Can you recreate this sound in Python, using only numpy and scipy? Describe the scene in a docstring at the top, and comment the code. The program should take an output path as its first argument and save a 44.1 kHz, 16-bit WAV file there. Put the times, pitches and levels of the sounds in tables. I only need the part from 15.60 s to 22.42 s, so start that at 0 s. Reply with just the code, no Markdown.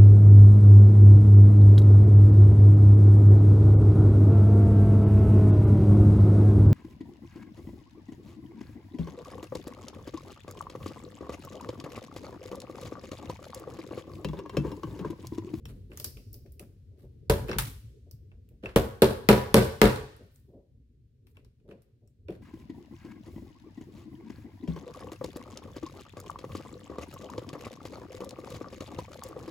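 """Tools click and gloved hands bump and scuff on a cloth-covered wooden bench: noise bursts, struck and pressed modes.
From 1.7 s a small hammer taps a steel part on a plastic block: two taps, then five quick blows from 3.2 to 4.2 s.
Each blow pairs bright steel noise and short rings with a boom of bench modes, in a small hard room of noise echoes.
Sparse touches follow to the end. Throughout lie a low rumble, stirred up by the blows, and a faint hiss,
both made of coloured noise."""
import sys
import numpy as np
from scipy import signal
from scipy.io import wavfile

SR = 44100
rng = np.random.default_rng(int(sys.argv[2]) if len(sys.argv) > 2 else 0)


def generate_wav(sig):
    """Save sig (samples, or channels by samples) to the path in sys.argv[1] as 16-bit PCM at SR."""
    pcm = np.round(np.clip(np.atleast_2d(sig).T, -1, 1) * 32767).astype(np.int16)
    wavfile.write(sys.argv[1], SR, pcm)


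def field_ratio(decibels):
    """Amplitude ratio for a level in dB (20 dB per decade); scalars and array-likes work."""
    return 10 ** (np.asarray(decibels, dtype=float) / 20)


N = 300762   # samples

# All table levels are relative; the scene's functions set the gain of each layer.
EDGES = 28 * 2 ** (np.arange(29) / 3)   # third-octave band edges, Hz
CENTRES = np.sqrt(EDGES[1:] * EDGES[:-1])
EAR_LAG = 3   # samples by which steel reaches the far microphone later


# hammer blows: start_s, steel_db, brightness [dB per octave], knock_db,
# low_modes_db [lowest bench modes over the knock]
BLOWS = [(1.6974, -24.5, -2.5, -13.5, 1.5), (1.9846, -23, -0.5, -43.5, 22),
         (3.1598, -24.5, -3, -10.5, -3.5), (3.4198, -20.5, -4, -6, -16.5), (3.6881, -15, -5, -4, -11.5),
         (3.9423, -14, -4, -2.5, -11), (4.2155, -13.5, -5.5, -2.5, -8)]
# part and block jump after a blow and land again: after_blow_s, steel_change_db, knock_change_db
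LANDINGS = [(.0065, -12.5, -3.5), (.013, -16, -7.5), (0.023, -17.5, -10), (.037, -24, -14),
            (.084, -34, -21)]


def with_landings(blows):
    """Every blow followed by its landings, a little uneven in time and strength."""
    chance = rng.standard_normal((len(blows), len(LANDINGS), 2))
    hits = list(blows)
    for (s, steel_db, brightness, knock_db, low_modes_db), row in zip(blows, chance):
        for (lag, steel_change_db, knock_change_db), (late, strong) in zip(LANDINGS, row):
            hits.append((s + lag * (1 + .03 * late),
                         steel_db + steel_change_db + 2 * strong,
                         brightness,
                         knock_db + knock_change_db + 2 * strong,
                         low_modes_db))
    return hits


# modes of bench top and block: pitch_hz, level_db, t60_s [undamped], starting direction [sign]
BENCH = [(43.8, -23.5, 0.19, -1), (59, -8.5, 0.19, 1), (88, -7, 0.09, 1), (125.4, -20, 0.38, 1),
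         (156, -17.5, 0.0091, -1), (210.7, -4, 0.1, -1), (255, -12, 0.04, 1), (297, -14.5, 0.044, -1),
         (374.3, -8, 0.13, -1), (405, -10, 0.031, 1), (434.8, -1.5, 0.05, 1), (502, -8, .04, 1),
         (520, -12.5, 0.04, 1), (572.7, -7, 0.11, -1), (636, -11.5, .05, 1), (657, -17.5, 0.049, -1),
         (711, -14, 0.086, 1), (745, -22, .05, -1), (809, -18.5, 0.079, 1), (887, -16.5, 0.064, -1),
         (937, -22, 0.023, 1), (976, -18, 0.09, -1), (1050, -22, .05, 1), (1104, -22.5, 0.033, 1),
         (1153, -26.5, 0.17, -1), (1258, -24.5, 0.08, 1), (1443, -21.5, 0.041, -1), (1522, -25.5, .07, 1),
         (1645, -25, 0.07, -1), (1800, -24, 0.032, 1)]


def bench(hits, push, spread_db):
    """Each hit drives every mode of the top with a strength of its own."""
    s, *_, knock_db, low_modes_db = np.transpose(hits)
    at, out = np.round(s * SR).astype(int), np.zeros(N)
    chance_db = spread_db * rng.standard_normal((len(at), len(BENCH)))
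    for k, (hz, db, t60, direction) in enumerate(BENCH):
        clicks = np.zeros(N)
        mode_db = knock_db + (hz < 100) * low_modes_db + db + chance_db[:, k]
        clicks[at] = np.sign(direction) * field_ratio(mode_db)
        out += ring(clicks, hz, t60)
    return signal.fftconvolve(out, push)[:N]


def hard_push(lag_s=.001, contact_s=.00012):
    """The hammer's force reaches the top through block and cloth: late by a moment, short and smooth."""
    t = np.maximum(np.arange(SR // 50) / SR - lag_s, 0) / contact_s
    force = t * np.exp(-t)
    return force / np.sum(force)


# punch and part under the hammer: pitch_hz, level_db, t60_s
PART = [(2470, -3, 0.05), (3090, -7.5, 0.014), (4400, -8, .05), (4900, -6.5, .02), (5060, -7.5, .04),
        (7080, -12.5, .025), (8370, -16, .04), (10200, -15.5, .03), (11300, -8, .04), (12000, -8, .03),
        (13200, -12, .025), (14600, -12, .025)]


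def hammer_steel(blows):
    """Hammer on steel: a noisy crack with a rattling tail, and the short modes of punch and part."""
    crack = contacts(blows, tick_db=13.0, snap_db=5.5, crack_t60=0.039,
                     rattle_t60=0.35, rattle_db=-14.5, echo_db=-30.0)
    return field_ratio(13.5) * crack + field_ratio(-9.5) * steel_ring(blows, PART)


# colour of a steel contact: pitch_hz, level_db [per Hz]
CONTACT = [(680, -12), (1200, -10.5), (2400, -14), (3300, -13.5), (4500, -13), (6000, -19.5), (8000, -16.5),
           (11500, -12.5), (16000, -14)]


def contacts(hits, tick_db, snap_db, crack_t60, rattle_t60, rattle_db, echo_db, focus_db=0):
    """Steel on steel: a sharp tick, snap, short burst and grainy rattle of loose parts, then the room by band."""
    colour_spread_db, snap_t60_s = 2, 0.014   # no two contacts have quite the same colour
    grains = field_ratio(3.0 * rng.standard_normal(N // 60 + 1)).repeat(60)[:N]
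    white, out = rng.standard_normal((2, 2, N)), 0   # neighbouring bands get unrelated noise
    for k, (hz, db, t60) in enumerate(zip(CENTRES, at_hz(CONTACT), at_hz(ROOM))):
        if hz <= CONTACT[0][0]:
            continue
        chance_db = colour_spread_db * rng.standard_normal(len(hits))
        onsets = clicks_at(hits, hz, chance_db, focus_db)
        snap = field_ratio(snap_db) * dying(onsets, snap_t60_s)
        crack = dying(onsets, crack_t60)
        rattle = field_ratio(rattle_db) * np.roll(grains, k // 3 * 999) * dying(onsets, rattle_t60)
        echo = field_ratio(echo_db) * dying(onsets, t60)
        noise = (snap + crack + rattle + echo) * white[k % 2]
        tick = field_ratio(tick_db) * np.array([onsets, -np.roll(onsets, EAR_LAG)])
        sos = signal.butter(2, EDGES[k:k + 2], "band", fs=SR, output="sos")
        out = out + field_ratio(db) * signal.sosfilt(sos, noise + tick)
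    return out


def steel_ring(hits, modes, ring_db=0, focus_db=0):
    """Each touch rings the short modes of a steel object, with strengths of its own."""
    chance_db = 3 * rng.standard_normal((len(hits), len(modes)))
    out = np.zeros(N)
    for k, (hz, db, t60) in enumerate(modes):
        clicks = clicks_at(hits, hz, db + ring_db + chance_db[:, k], focus_db)
        out += ring(clicks, hz, t60)
    return np.array([out, -np.roll(out, EAR_LAG)])


def clicks_at(hits, hz, chance_db=0, focus_db=0):
    """One click a hit, its level tilted by brightness at this pitch and lifted near the hit's own pitch."""
    pivot_hz, tilt_octaves = 4500, (-1.4, 1.9)   # brightness tilts about the pivot, this far down and up
    focus_octaves = 0.15   # width of the lift
    s, db, brightness, *own = np.transpose(hits)
    if focus_db:
        db = db + focus_db * np.exp(-(np.log2(hz / own[0]) / focus_octaves) ** 2)
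    tilt_db = brightness * np.clip(np.log2(hz / pivot_hz), *tilt_octaves)
    clicks = np.zeros(N)
    clicks[np.round(s * SR).astype(int)] = field_ratio(db + tilt_db + chance_db)
    return clicks


# tools clicking against each other and the part: start_s, level_db, brightness [dB per octave], own_pitch_hz
# [pitch that stands out], ring_db [free ring of the tool]
CLICKS = [(0.0546, -58, -1.5, 2900, 5.5), (0.317, -76, -13.5, 2515, 1), (0.3732, -51.5, 2.5, 6040, -24),
          (0.399, -50, 2, 5250, -16), (0.4434, -42.5, 4, 4900, -25), (0.5703, -67.5, -3, 2550, -13),
          (0.7302, -79.5, 18, 5160, 0), (0.7417, -66, 4, 5170, -15), (0.861, -76, -3.5, 2250, -10),
          (0.9208, -83.5, 13.5, 5400, -25), (0.995, -55.5, 1.5, 2600, -14), (1.8898, -64, -9, 2540, 11),
          (1.894, -52, -4.5, 1644, -10), (1.9141, -50, -9, 5400, 3), (1.930, -54, -9, 2750, -3),
          (2.5115, -66.5, 6.5, 5220, -19), (2.7163, -86.5, -14, 2620, -1), (2.889, -79, 3, 2610, -14),
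          (3.036, -73, -14, 2540, -4), (3.058, -60, -11.5, 2550, 6), (3.0894, -72, -9.5, 2600, -11),
          (4.3592, -50, -6, 8240, -14), (4.5644, -75, 1.5, 10950, -13), (4.7589, -74, 2.5, 7500, -4.5),
          (5.669, -72, -1.5, 2724, -9), (5.7695, -73, -5.5, 2570, 1), (5.8468, -76.5, -1.5, 5580, -10.5),
          (5.9994, -95, -8, 2600, -9), (6.112, -76, -12.5, 2594, -5), (6.2199, -78.5, 3, 5494, -18),
          (6.475, -85, 2.5, 7800, 9), (6.684, -65, -10, 2650, -11), (6.705, -71.5, -2, 3010, -3)]
# modes of the hand tools: pitch_hz, level_db, t60_s
TOOLS = [(1640, -27.5, 0.012), (2635, -1.5, 0.052), (4630, -14.5, 0.016), (5520, 1.5, 0.07),
         (7500, -18, 0.014), (8500, -15, 0.096), (11500, -11, 0.048)]


def tool_clicks():
    """Tools touching steel: short noisy contacts lifted at a pitch of their own, and the tools' free ring."""
    focus_db = 12.5
    touch = contacts(CLICKS, tick_db=17.5, snap_db=-1.5, crack_t60=0.011, rattle_t60=0.17,
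                     rattle_db=-8.5, echo_db=-26.0, focus_db=focus_db)
    return field_ratio(22.0) * touch + steel_ring(CLICKS, TOOLS, np.array(CLICKS)[:, -1], focus_db)


# gloved hands and laid-down tools bumping the top: start_s, press_rise_s [time to the peak of the press],
# knock_db, low_modes_db [lowest bench modes over the knock]
BUMPS = [(0.05, 0.033, -52, 32), (0.294, 0.017, -41.5, -5), (0.394, 0.011, -45, -23),
         (0.44, 0.019, -46, -12), (0.565, 0.012, -48, 5), (0.73, 0.022, -53.5, 5), (0.85, 0.0089, -50.5, 5),
         (0.994, 0.015, -43, -10), (1.3, 0.052, -53.5, 1.5), (1.431, 0.0091, -47.5, -19),
         (1.884, 0.014, -26, -13.5), (1.9131, 0.0089, -40.5, 14.5), (1.957, 0.0057, -39, 27.5),
         (2.459, 0.015, -55.5, 5.5), (2.709, 0.018, -58.5, -5), (2.9, .02, -56.5, -8.5),
         (3.03, 0.012, -30.5, -16.5), (3.056, 0.015, -41, 21.5), (4.3579, 0.0092, -43, -10),
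         (4.59, 0.022, -46, -13), (4.88, 0.022, -50, -2), (4.93, .025, -45, 9.5), (5.766, 0.012, -54.5, -1),
         (6.045, 0.018, -54, 1.5), (6.08, .012, -46.5, -9), (6.108, .018, -42.5, -8.5),
         (6.41, 0.022, -58, 8.5), (6.681, 0.015, -30.5, -4)]


def bumps(damping, low_hz=200, top_hz=520):
    """A glove or laid-down tool presses unevenly; its dull force drives the top's modes, damped by the hand."""
    swell = np.zeros((2, N + SR))   # force on the higher modes, force on the lowest
    for s, rise, knock_db, low_modes_db in BUMPS:
        t = np.arange(SR // 4) / SR / rise
        press = t * np.exp(-t) / np.sqrt(rise * SR / 4)
        swell[:, round(s * SR):][:, :len(t)] += press * field_ratio([[knock_db], [knock_db + low_modes_db]])
    force = swell[:, :N] * rng.standard_normal(N)
    force = signal.sosfilt(signal.butter(4, top_hz, fs=SR, output="sos"), force)
    force = signal.sosfilt(signal.butter(1, low_hz, "high", fs=SR, output="sos"), force)
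    return sum(field_ratio(db) * ring(force[int(hz < 100)], hz, t60 / damping) for hz, db, t60, _ in BENCH)


# gloves and tools scuffing over the cloth: start_s, length_s, level_db, brightness [dB per octave]
SCUFFS = [(0.052, 0.071, -59.5, -1.5), (0.298, 0.11, -66.5, -2.5), (1.37, 0.091, -73.5, -1.5),
          (1.018, 0.023, -83.5, -20), (1.873, 0.041, -46.5, -4.5), (3.024, 0.1, -58.5, -8),
          (4.599, 0.095, -80, 2), (4.7, 0.12, -84, 8), (5.67, 0.059, -79.5, 2.5), (5.743, 0.069, -78.5, -7),
          (6.076, 0.061, -69, -7), (6.69, 0.077, -65.5, -5.5)]


def scuff_grains():
    """Each scuff is a swelling and fading run of tiny uneven contacts."""
    grains_per_s = 600   # with at least 4 and at most 60 grains a scuff
    grains = []
    for start, length, db, brightness in SCUFFS:
        count = int(np.clip(grains_per_s * length, 4, 60))
        when, size = rng.random((2, 60))[:, :count]
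        for w, z in zip(when, size):
            swell_db = 20 * np.log10(np.sin(np.pi * w ** .6) + .05)
            grains.append((start + length * w, db + swell_db - 14 * z, brightness))
    return grains


def scuffs():
    """Cloth scuffs: a dense run of very short, soft contacts."""
    return field_ratio(15.5) * contacts(scuff_grains(), tick_db=-5.0, snap_db=-3.0, crack_t60=0.0044,
                                rattle_t60=0.085, rattle_db=-29.5, echo_db=-29.5)


# room by pitch: pitch_hz, t60_s, echo_db, likeness [left-right, 0 to 1]
ROOM = [(62, 0.23, 1, 0.99), (166, 0.24, -11.5, 0.91), (306, 0.5, -11.5, 0.85), (650, 0.42, -6.5, 0.1),
        (1420, 0.63, -2, 0.024), (2930, 0.9, 7, .05), (6500, 1, 3, .02), (11100, 0.67, -1.5, 0.036)]


def room(x, build_s=0.004):
    """Dense echoes: noise that builds up, then dies band by band; the bass is alike on both sides."""
    t, echo = np.arange(int(.9 * SR)) / SR, 0
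    slices = bands(rng.standard_normal((2, 2, len(t))))
    likeness = np.clip(at_hz(ROOM, column=3), 0, 1)
    for (mid, side), t60, db, c in zip(slices, at_hz(ROOM), at_hz(ROOM, column=2), likeness):
        level = np.sqrt(7 / (t60 * SR))   # long tails start softer
        fading = field_ratio(db - 60 * t / t60) * (1 - np.exp(-t / build_s)) * level
        echo = echo + fading * (np.sqrt(1 + c) * mid + np.sqrt(1 - c) * side * [[1], [-1]])
    return signal.fftconvolve(x[None], echo, axes=1)[:, :N]


def shaking():
    """Each blow stirs the rumble of the loose bench up for a moment."""
    shake_db, shake_t60_s = -23, 0.58   # level against the knock, and its dying
    onsets = np.zeros(N)
    at = [round(row[0] * SR) for row in BLOWS]
    onsets[at] = field_ratio(np.array(BLOWS)[:, -2] + shake_db)
    return dying(onsets, shake_t60_s)


# low rumble through the bench, rising and sinking: time_s, level_db
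RUMBLE = [(0.0, -47), (1.4, -51.5), (2.0, -36.5), (2.2, -49.5), (2.9, -52), (4.5, -58), (5.3, -60.5),
          (6.0, -57), (6.5, -61), (6.82, -48)]
# colour of the rumble: pitch_hz, level_db [per Hz]
RUMBLE_COLOUR = [(15, -40), (25, -20.5), (49, -2.5), (118, -0.5), (135, -8.5), (146, -20), (249, -15),
                 (328, -31.5), (356, -13), (447, -26), (579, -35.5), (659, -36), (1200, -51), (1560, -73),
                 (2640, -120)]


def bench_rumble():
    """Patchy low noise on a slow level curve, lifted by each blow."""
    level = field_ratio(np.interp(np.arange(N) / SR, *np.transpose(RUMBLE))) + shaking()
    rumble = level * steady(RUMBLE_COLOUR, at_hz(ROOM, column=3), patchy_db=4.0)
    return signal.sosfilt(signal.butter(4, 520, fs=SR, output="sos"), rumble)


# colour of the hiss: pitch_hz, level_db [per Hz]
HISS = [(700, -10.5), (1700, 0), (4400, -1), (7000, -7), (12000, -10), (16000, -10.5)]
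# the hiss sinks, then holds: time_s, level_db
HISS_DB = [(0, -83), (3.0, -85), (4.7, -90), (6.82, -90)]


def faint_hiss():
    """Even coloured noise, unrelated left and right, on a slow level curve."""
    level = field_ratio(np.interp(np.arange(N) / SR, *np.transpose(HISS_DB)))
    return level * steady(HISS, 0 * CENTRES, patchy_db=0)


def steady(colour, alike, patchy_db):
    """Coloured stereo noise whose bands wander in level by patchy_db."""
    out, together = 0, drift(3.0)
    slices = bands(rng.standard_normal((2, 2, N)))
    for (mid, side), db, c in zip(slices, at_hz(colour), np.clip(alike, 0, 1)):
        gain = field_ratio(db + patchy_db * (.45 * together + drift(8.0)))
        out = out + gain * (np.sqrt(1 + c) * mid + np.sqrt(1 - c) * side * [[1], [-1]])
    return rms_one(out)


def drift(rate_hz):
    """Slow random wandering: smoothed noise of rms 1 on 60 knots a second."""
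    knots = rng.standard_normal(int(60 * N / SR))
    r = np.exp(-2 * np.pi * rate_hz / 60)
    slow = rms_one(signal.lfilter([1], [1, -r], knots))
    return np.interp(np.arange(N) * 60 / SR, np.arange(len(knots)), slow)


def at_hz(points, column=1):
    """A table column at the centre of every band."""
    points = np.array(points)
    return np.interp(np.log(CENTRES), np.log(points[:, 0]), points[:, column])


def bands(x):
    """Third-octave slices, neighbours taken from two unrelated noises."""
    return [signal.sosfilt(signal.butter(2, edge, "band", fs=SR, output="sos"), x[k % 2])
            for k, edge in enumerate(zip(EDGES, EDGES[1:]))]


def rms_one(x):
    """Scaled to unit rms."""
    return x / np.sqrt(np.mean(x ** 2) + 1e-20)


def dying(onsets, t60):
    """Each onset starts an exponential fall."""
    return signal.lfilter([1], [1, -field_ratio(-60 / (t60 * SR))], onsets + 1e-18)


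def ring(clicks, hz, t60):
    """A unit click sets a decaying sine of starting height 1 ringing."""
    r, w = field_ratio(-60 / (t60 * SR)), 2 * np.pi * hz / SR
    return signal.lfilter([0, np.sin(w)], [1, -2 * r * np.cos(w), r * r], clicks + 1e-18)


def limiter(x, ceiling_db, release_db_s, attack_s):
    """The gain drops by what the level exceeds the ceiling, a moment late, and climbs back steadily."""
    climb = release_db_s * np.arange(N) / SR
    over_db = np.maximum(20 * np.log10(abs(x).max(axis=0) + 1e-9) - ceiling_db, 0)
    held_db = np.maximum.accumulate(over_db + climb) - climb
    r = np.exp(-1 / (attack_s * SR))
    return x * field_ratio(-signal.lfilter([1 - r], [1, -r], held_db))


def scene():
    """Blows and touches with their echoes, over rumble and hiss."""
    blows = with_landings(BLOWS)
    boom = field_ratio(1.0) * bench(blows, hard_push(), spread_db=3.0)
    boom += field_ratio(4.0) * bumps(damping=3.1)
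    steel = hammer_steel(blows) + tool_clicks() + scuffs()
    low = boom + room(boom) + bench_rumble()
    low_balance = field_ratio([[.5], [-.5]])   # the low layers are slightly louder on the left
    return low * low_balance + steel + faint_hiss()


def top_cut(x):
    """Nothing passes above the cut-off."""
    return signal.sosfilt(signal.butter(12, 16960, fs=SR, output="sos"), x)


def record(dry, bass_cut_hz=32):
    """The deepest bass is lost, loud blows are limited and softly rounded, and the top is cut."""
    thin = signal.sosfilt(signal.butter(2, bass_cut_hz, "high", fs=SR, output="sos"), dry)
    even = np.tanh(limiter(thin, ceiling_db=-2.5, release_db_s=300, attack_s=.0005))
    cut = signal.sosfilt(signal.cheby2(10, 60, 17000, fs=SR, output="sos"), even)
    return top_cut(cut)


dry = scene()
out = record(dry)
generate_wav(out)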